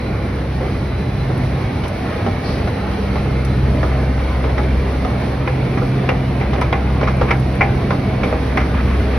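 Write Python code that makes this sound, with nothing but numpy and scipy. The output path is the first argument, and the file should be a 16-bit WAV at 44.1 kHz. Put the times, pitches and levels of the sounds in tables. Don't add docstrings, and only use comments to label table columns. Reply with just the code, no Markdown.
import sys
import numpy as np
from scipy import signal
from scipy.fft import rfft, irfft, next_fast_len
from scipy.io import wavfile
from scipy.ndimage import uniform_filter1d, minimum_filter1d, map_coordinates

SR = 44100
rng = np.random.default_rng(int(sys.argv[2]) if len(sys.argv) > 2 else 0)


def log_audio(samples):
    frames = np.atleast_2d(samples).T
    limited = np.clip(frames, -1, 1)
    pcm = np.round(limited * 32767).astype(np.int16)
    wavfile.write(sys.argv[1], SR, pcm)


N = 404838

# (frequency [Hz], relative level [dB], t60 [s])
STEP_MODES = [(416, -2, 0.28), (485, -1.5, 0.44), (580, -9, 0.33), (629, 0, 0.23), (742, 2.5, 0.35),
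              (797, 4.5, 0.36), (857, -9, 0.32), (1044, -3.5, 0.34), (1270, -5.5, 0.13), (1436, -1, .17),
              (1725, -2, 0.13), (2050, -2.5, .11), (2210, -3.5, 0.12), (2350, 0, 0.13)]


def amp(db):
    return 10 ** (np.asarray(db) / 20)


def unit(x):
    return x / np.sqrt(np.mean(x ** 2) + 1e-20)


def along(points, hz):
    freqs, values = np.transpose(points)
    return np.interp(np.log(hz + 1), np.log(freqs + 1), values)


def curves(rows):
    times, *columns = np.transpose(rows)
    return [np.interp(np.arange(N) / SR, times, column) for column in columns]


def wobble(rate, size=N):
    knots = rng.standard_normal(int(size * rate / SR) + 4)
    return map_coordinates(knots, [np.arange(size) * rate / SR])


def arch(start_s, length_s):
    return abs(np.sin(np.pi * np.clip((np.arange(N) / SR - start_s) / length_s, 0, 1)))


def envelope(start_s, length_s, attack_s, release_s):
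    t = np.arange(N) / SR - start_s
    return np.clip(t / attack_s, 0, 1) * np.exp(-np.maximum(t - length_s, 0) / release_s)


def filtered(x, response):
    size = x.shape[-1]
    padded = next_fast_len(size + SR // 4)
    return irfft(rfft(x, padded) * response(np.fft.rfftfreq(padded, 1 / SR)), padded)[..., :size]


def noise(colour_db, size=N):
    # (frequency [Hz], correlation before clipping)
    likeness = [(100, 1), (330, 0.98), (500, 0.74), (800, 0.34), (1500, 0.86), (2400, 0.54), (4000, 0.52),
                (6000, 0.16), (7500, -1.9), (11500, -0.89), (13000, 0.96)]

    def mid_and_side(hz):
        angle = np.arccos(np.clip(along(likeness, hz), -1, 1)) / 2
        return amp(colour_db(hz)) * [np.cos(angle), np.sin(angle)]

    mid, side = filtered(rng.standard_normal((2, size)), mid_and_side)
    return unit(np.array([mid + side, mid - side]))


def dying(x, t60s):
    hz, t, bands = signal.stft(x, SR, nperseg=256)
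    fade = np.exp(-np.log(1000) * t / along(t60s, hz)[:, None])
    return signal.istft(bands * fade, SR, nperseg=256)[1][:, :x.shape[1]]


def patchy(x, depth_db):
    bands = signal.stft(x, nperseg=2048)[2]
    patches = uniform_filter1d(rng.standard_normal(bands.shape[1:]), size=3, axis=0)
    patches = unit(uniform_filter1d(patches, size=7, axis=1))
    return unit(signal.istft(bands * amp(depth_db * patches), nperseg=2048)[1][:, :N])


def resonances(hz, width_hz):
    return sum(1 / (1 + ((hz - mode_hz) / width_hz) ** 2) for mode_hz, _, _ in STEP_MODES)


def ringing(t, hz, gain, t60, port_spread_rad):
    phase = 2 * np.pi * rng.random(hz.shape) + rng.normal(0, port_spread_rad, (2, *hz.shape))
    return np.sum(gain * np.exp(-np.log(1000) * t / t60) * np.sin(2 * np.pi * hz * t + phase), axis=1)


def add(track, start_s, sound):
    stretch = track[:, max(round(start_s * SR), 0):][:, :sound.shape[-1]]
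    stretch += sound[..., :stretch.shape[1]]


def drive_hum(drive_hz=65.15, swell_db=-0.43, waver_db=0.5, drift_rad=0.12, blur_rad=0.13):
    # (order, start [s], length [s], peak [dB])
    passages = [(1, -0.85, 2.95, -25), (1, 2.5, 3.38, -17.5), (1, 6, 1.85, -19), (1, 8, 2.5, -16.5),
                (2, 0.3, 0.8, -25.5), (2, 1, 0.9, -21), (2, 3, 1.25, -20.5), (2, 4.35, .55, -22.5),
                (2, 5.15, 1.614, -18.5), (2, 6.7, 1.65, -20), (3, 2.8, 0.8, -27.5), (3, 5.5, .6, -27),
                (3, 7.4, 1.2, -29), (4, 5.5, 1.2, -31), (4, 7.9, 1, -31), (4, 9, .7, -24.5)]
    shapes = (0.94, 0.5, 0.63, 0.67)
    # (starting level [dB], rise [dB/s], waver [dB])
    beds = [(-40.5, 1.2, 1), (-35.5, -0.4, 2), (-33.5, 0.2, 1.5), (-42, 0.7, 1)]
    t = np.arange(N) / SR
    hum = np.zeros(N)
    for k, (db, rise_db_per_s, bed_waver_db) in enumerate(beds, 1):
        bed = amp(db + rise_db_per_s * t + bed_waver_db * wobble(3.5))
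        swells = sum(amp(peak_db + swell_db) * arch(start, length) ** shapes[k - 1]
                     for order, start, length, peak_db in passages if order == k)
        phase = 2 * np.pi * (k * drive_hz * t + rng.random())
        phase += k * drift_rad * wobble(3) + (k - 1) * blur_rad * wobble(18)
        hum += np.sqrt(2) * np.hypot(bed, swells) * amp(waver_db * wobble(7)) * np.sin(phase)
    return hum


def whine(pitch_hz=4003, waver_db=1.5, blur_rad=0.2, attack_s=0.015, release_s=0.015, bed_db=-68):
    # (start [s], length [s], level [dB])
    spells = [(-.02, 0.11, -45.5), (.11, .18, -52), (.71, .15, -51), (.87, 0.16, -45.5), (1.038, .13, -51),
              (1.18, 0.039, -44), (1.27, .6, -57), (2.58, 0.49, -51.5), (3.1, .55, -52)]
    phase = 2 * np.pi * pitch_hz * np.arange(N) / SR
    level = amp(bed_db) + sum(amp(db) * envelope(start, length, attack_s, release_s)
                              for start, length, db in spells)
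    flutter = amp(waver_db * wobble(22))
    return level * flutter * np.sin(phase + blur_rad * np.array([wobble(35), wobble(35)]))


def running_gear(rumble_db=-21, roller_db=-26, hiss_db=-44, ring_db=4):
    # (time [s], rumble [dB], rollers [dB], hiss [dB])
    ride = [(0, -3, -1.5, -1.5), (1.2, -0.5, -2.5, -0.2), (2.2, -0.5, 0, 1.5), (3.3, 0.5, 0.4, 0.9),
            (4.1, -0.5, -0.5, 0.5), (5.5, 0.5, 0.5, 0.5), (6.6, 1, 0, -0.8), (7.8, 0.5, 0.1, 1),
            (9.18, 1.5, 1.5, 1.5)]
    # (frequency [Hz], relative level [dB])
    rumble_colour = [(15, -29), (28, -22), (42, -3), (52, -0.5), (70, -1.5), (95, 2), (125, -0.5),
                     (165, -4), (240, -5.5), (330, -10), (500, -19.5), (1000, -84)]
    roller_colour = [(150, -22), (300, -1), (450, 0.5), (680, -1.5), (820, -4), (920, -7), (1150, -8.5),
                     (1650, -12.5), (2250, -10.5), (2650, -17), (3200, -22), (4500, -25.5), (7000, -75)]
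    hiss_colour = [(1500, -9), (3000, -0.5), (4200, 1.5), (5500, -1.5), (6500, -8.5), (7500, -41),
                   (9000, -6), (10300, -9.5), (12000, -12.5), (13500, -45), (15800, -7.5)]
    rumble_ride_db, roller_ride_db, hiss_ride_db = curves(ride)
    rumble_gain = amp(rumble_ride_db + rumble_db + 1.05 * wobble(7.9))
    rumble = rumble_gain * noise(lambda hz: along(rumble_colour, hz))
    rattle_db = 0.41 * wobble(45) + 0.62 * wobble(8)
    rolling = noise(lambda hz: along(roller_colour, hz) + ring_db * resonances(hz, width_hz=2.6))
    rollers = amp(roller_ride_db + roller_db + rattle_db) * patchy(rolling, depth_db=2)
    flicker_db = 0.77 * wobble(25) + 0.41 * wobble(5.3)
    hiss = amp(hiss_ride_db + hiss_db + flicker_db) * noise(lambda hz: along(hiss_colour, hz))
    return rumble + rollers + hiss


def struck_spot(t, body_hz, body_db, clang_hz, clang_db, clang_t60=0.052, split=0.077):
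    body_t60 = 0.15 * amp(0.55 * body_db)
    clang = [(clang_hz * (1 + k * split), amp(clang_db) / np.sqrt(3), clang_t60) for k in (-1, 0, 1)]
    hz, gain, t60 = np.transpose([(body_hz, amp(body_db), body_t60), *clang])[:, :, None]
    return ringing(t, hz, gain, t60, port_spread_rad=0.4)


def step_blows(blows, level_db=-4, ring_db=-12, hollow_db=5, crack_db=6, crack_s=0.0092,
               rebound_db=0.5, snap_s=0.0086, rub_db=-8, rough_db=4):
    # (frequency [Hz], relative level [dB])
    clatter_colour = [(120, -1), (250, -1), (450, 6), (800, -1), (930, 0), (1250, -0.5), (1700, -4),
                      (2100, 1), (2450, -4.5), (2900, -12.5), (4000, -23), (6000, -25), (8000, -89),
                      (12000, -59)]
    snap_colour = [(2000, -10), (2900, 2), (3600, -2.5), (4300, -9), (6000, -12), (7500, -47), (10000, -19),
                   (13000, -44)]
    # (frequency [Hz], t60 [s])
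    shell_decay = [(300, 0.18), (800, 0.18), (2200, 0.19), (5000, 0.24), (12000, 0.027)]
    out, t = np.zeros((2, N)), np.arange(SR // 2) / SR
    hz, mode_db, t60 = np.transpose(STEP_MODES)[:, :, None]
    for start, db, thud_db, edge_db, snap_db, *spot, slide_s in blows:
        tilt = [(530, thud_db), (1190, 0), (2440, edge_db), (3600, -4)]

        def colour_db(f):
            return along(clatter_colour, f) + along(tilt, f) + hollow_db * resonances(f, width_hz=10.6)

        clatter = dying(noise(colour_db, len(t)), shell_decay)
        strength = amp(mode_db + 0.5 * along(tilt, hz) + rng.normal(0, 1.9, hz.shape))
        ring = ringing(t, hz, strength, t60, port_spread_rad=0.39)
        ring *= amp(ring_db + 0.6 * edge_db)
        rebound_s = rng.uniform(0.004, 0.008)
        first_db = (crack_db + 0.16 * edge_db) * np.exp(-t / crack_s)
        second_db = rebound_db * np.exp(-(2 * (t - rebound_s) / crack_s) ** 2)
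        clatter *= amp(first_db + second_db)
        onset = 1 - np.exp(-t / (0.0005 + 0.15 * slide_s))
        slid = t / slide_s
        rub = slid * np.exp(1 - slid) * amp(rub_db + rough_db * wobble(220, len(t)))
        snap = amp(snap_db) * (np.exp(-t / snap_s) + rub) * noise(lambda f: along(snap_colour, f), len(t))
        scrape = rub * noise(colour_db, len(t))
        blow = clatter + scrape + snap + ring + struck_spot(t, *spot)
        add(out, start, amp(db + level_db) * onset * blow)
    return out


def knocks(per_s=2.5, level_db=-30.5, spread_db=4, thud_db=3, edge_db=-8.5, snap_db=-20,
           body_hz=630, body_db=-9, clang_hz=1700, clang_db=-9, slide_s=0.013):
    blows = []
    for k, (when, force, pitch) in enumerate(rng.random((int(per_s * N / SR), 3))):
        db = level_db + spread_db * (2 * force - 1)
        detune = 2 ** (pitch - 0.5)
        blows.append(((k + when) / per_s, db, thud_db, edge_db, snap_db,
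                      body_hz * detune, body_db, clang_hz * detune, clang_db, slide_s))
    return step_blows(blows)


def clacks():
    blows = [(0.603, -19.5, 5, -14, -25, 516, 3, 1300, -10, 0.03),
             (1.296, -18, 6, -14, -25, 465, -6, 1300, -6, .008),
             (1.835, -20, 3, -6, -8, 625, -9, 2120, -8, 0.014),
             (2.263, -14.5, -2, -19, -22, 787, 1, 1260, -2, .001),
             (2.674, -19, 0, -7, -20, 620, -1, 2000, -8, .002),
             (3.156, -18.5, -1, -9.5, -22, 740, -5, 1266, -1, .001),
             (3.83, -16, -4.5, -15, -30, 631, 0, 1850, -4, .001),
             (4.439, -16, 5.5, -5, -16, 444, -3, 1400, -12, .012),
             (4.494, -23, -3, -9, -15, 500, 0, 2100, -6, 0.006),
             (4.579, -15, -2.5, -8, -17, 837, -1, 1950, 0, 0.0036),
             (5.047, -18, -1, -14, -16.5, 750, -5, 1330, -2, 0.0023),
             (5.474, -16.5, -3.5, -3.5, -16, 504, 3.5, 2320, -3, .003),
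             (5.772, -19, -2, -6, -19, 636, -3, 2100, -2, .012),
             (5.819, -17.5, 4, -17, -22, 480, 0, 1270, 0, 0.0066),
             (6.089, -12.5, -2.5, -1, -11, 496, 4.5, 2590, 3.5, 0.0032),
             (6.41, -20, 0, 0.5, -21, 796, 4, 2070, 1, .012),
             (6.531, -19, -5, -9, -9.5, 801, 2, 1260, -4, .011),
             (6.581, -19.5, 8, -2.5, -21, 774, -2, 1950, -3, .004),
             (6.612, -15, -8.5, -10, -13, 990, -1, 1240, -5, .007),
             (6.726, -13, 0, 3, -13.5, 1100, -0.5, 3590, -9.5, 0.0018),
             (7.011, -16.5, -6, -14, -18, 797, -3, 1270, -7, 0.0022),
             (7.027, -17.5, 5.5, 2, -12, 626, -1, 2220, -3, 0.015),
             (7.072, -15.5, -12, -8, -16, 796, -5, 1270, -6, 0.013),
             (7.213, -10, 2, -11.5, -23, 420, 1, 1464, -2, 0.0018),
             (7.306, -11.5, -7, -2.5, -16.5, 954, 0, 2150, -4, .008),
             (7.608, -8.5, -4.5, 4, -28, 802, 1.5, 2000, 3, .004),
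             (7.905, -14, -8, -10, -18.5, 774, -5, 1290, 3, 0.0048),
             (8.232, -16, 4, 1, -10.5, 560, -5, 2400, 2, 0.011),
             (8.325, -14.5, 6.5, -12, -24, 628, 2, 1910, -6, 0.0019),
             (8.572, -12, -6, -2, -14.5, 764, -1, 2050, -2.5, 0.0023),
             (8.601, -20.5, -9, -6, -11, 1010, -6, 2180, 0, 0.011)]
    return step_blows(blows)


def crinkles(level_db=-5.5, decay_s=0.0088):
    # (time [s], relative peak [dB], brightness [dB])
    creases = [(1.377, -37, 7), (1.881, -31, 0), (3.449, -28.5, -2), (6.612, -32, -0.5), (7.168, -41, 3),
               (7.304, -38.5, 3), (7.396, -35.5, 9), (7.552, -38, 7), (8.571, -38, 7)]
    # (frequency [Hz], relative level [dB])
    colour = [(1500, -21), (4000, 2.5), (6000, 4), (7500, -14.5), (10000, 6), (12000, -7), (13500, -16),
              (15500, -12)]
    out, t = np.zeros((2, N)), np.arange(SR // 16) / SR
    for start, db, bright_db in creases:
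        burst = noise(lambda hz: along(colour, hz) + along([(6500, 0), (9000, bright_db)], hz), len(t))
        add(out, start, amp(db + level_db) * np.exp(-t / decay_s) * burst)
    return out


def swish(start_s=2.41, length_s=0.1, db=-37, attack_s=0.059, release_s=0.079):
    # (frequency [Hz], relative level [dB])
    colour = [(2500, -21), (4400, -1), (5300, -7), (7000, -32), (10000, -23), (13000, -55)]
    stroke = amp(db) * envelope(start_s, length_s, attack_s, release_s)
    return stroke * noise(lambda hz: along(colour, hz))


def scuffs(attack_s=0.008, release_s=0.02, rough_db=3):
    # (start [s], length [s], level [dB])
    strokes = [(4.174, 0.028, -33), (7.277, .03, -25.5), (8.733, 0.076, -28.5), (8.871, 0.077, -30.5)]
    # (frequency [Hz], relative level [dB])
    colour = [(300, -26), (900, -0.5), (1250, 2), (1700, -5), (2250, -2.5), (3000, -13.5), (6000, -36),
              (9000, -68)]
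    level = sum(amp(db) * envelope(start, length, attack_s, release_s) for start, length, db in strokes)
    return level * amp(rough_db * wobble(90)) * noise(lambda hz: along(colour, hz))


def hall(x):
    # (frequency [Hz], t60 [s])
    decay = [(200, 1.0), (1000, 0.5), (3000, 0.18), (10000, 0.83)]
    tail = dying(rng.standard_normal((2, SR)), decay)
    return signal.fftconvolve(x, tail / np.linalg.norm(tail[0]), axes=1)[:, :N]


def scene(hall_db=-12):
    machine = drive_hum() + whine() + running_gear()
    close = crinkles() + swish()
    steps = clacks() + knocks() + scuffs()
    return machine + close + steps + amp(hall_db) * hall(steps)


def limited(x, ceiling=0.92):
    needed = np.minimum(1, ceiling / (abs(x).max(axis=0) + 1e-9))
    return x * uniform_filter1d(minimum_filter1d(needed, size=200), size=200)


def record(dry, lag_s=0.000028, top_hz=15750):
    # (frequency [Hz], left over right [dB])
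    balance = [(60, 0.5), (220, -1.6), (700, -1.2), (2200, -1), (8000, 0)]
    half = np.array([[0.5], [-0.5]])
    ports = filtered(dry, lambda hz: amp(half * along(balance, hz)) * np.exp(2j * np.pi * hz * lag_s * half))
    return filtered(limited(ports), lambda hz: hz < top_hz)


dry = scene()
out = record(dry)
log_audio(out)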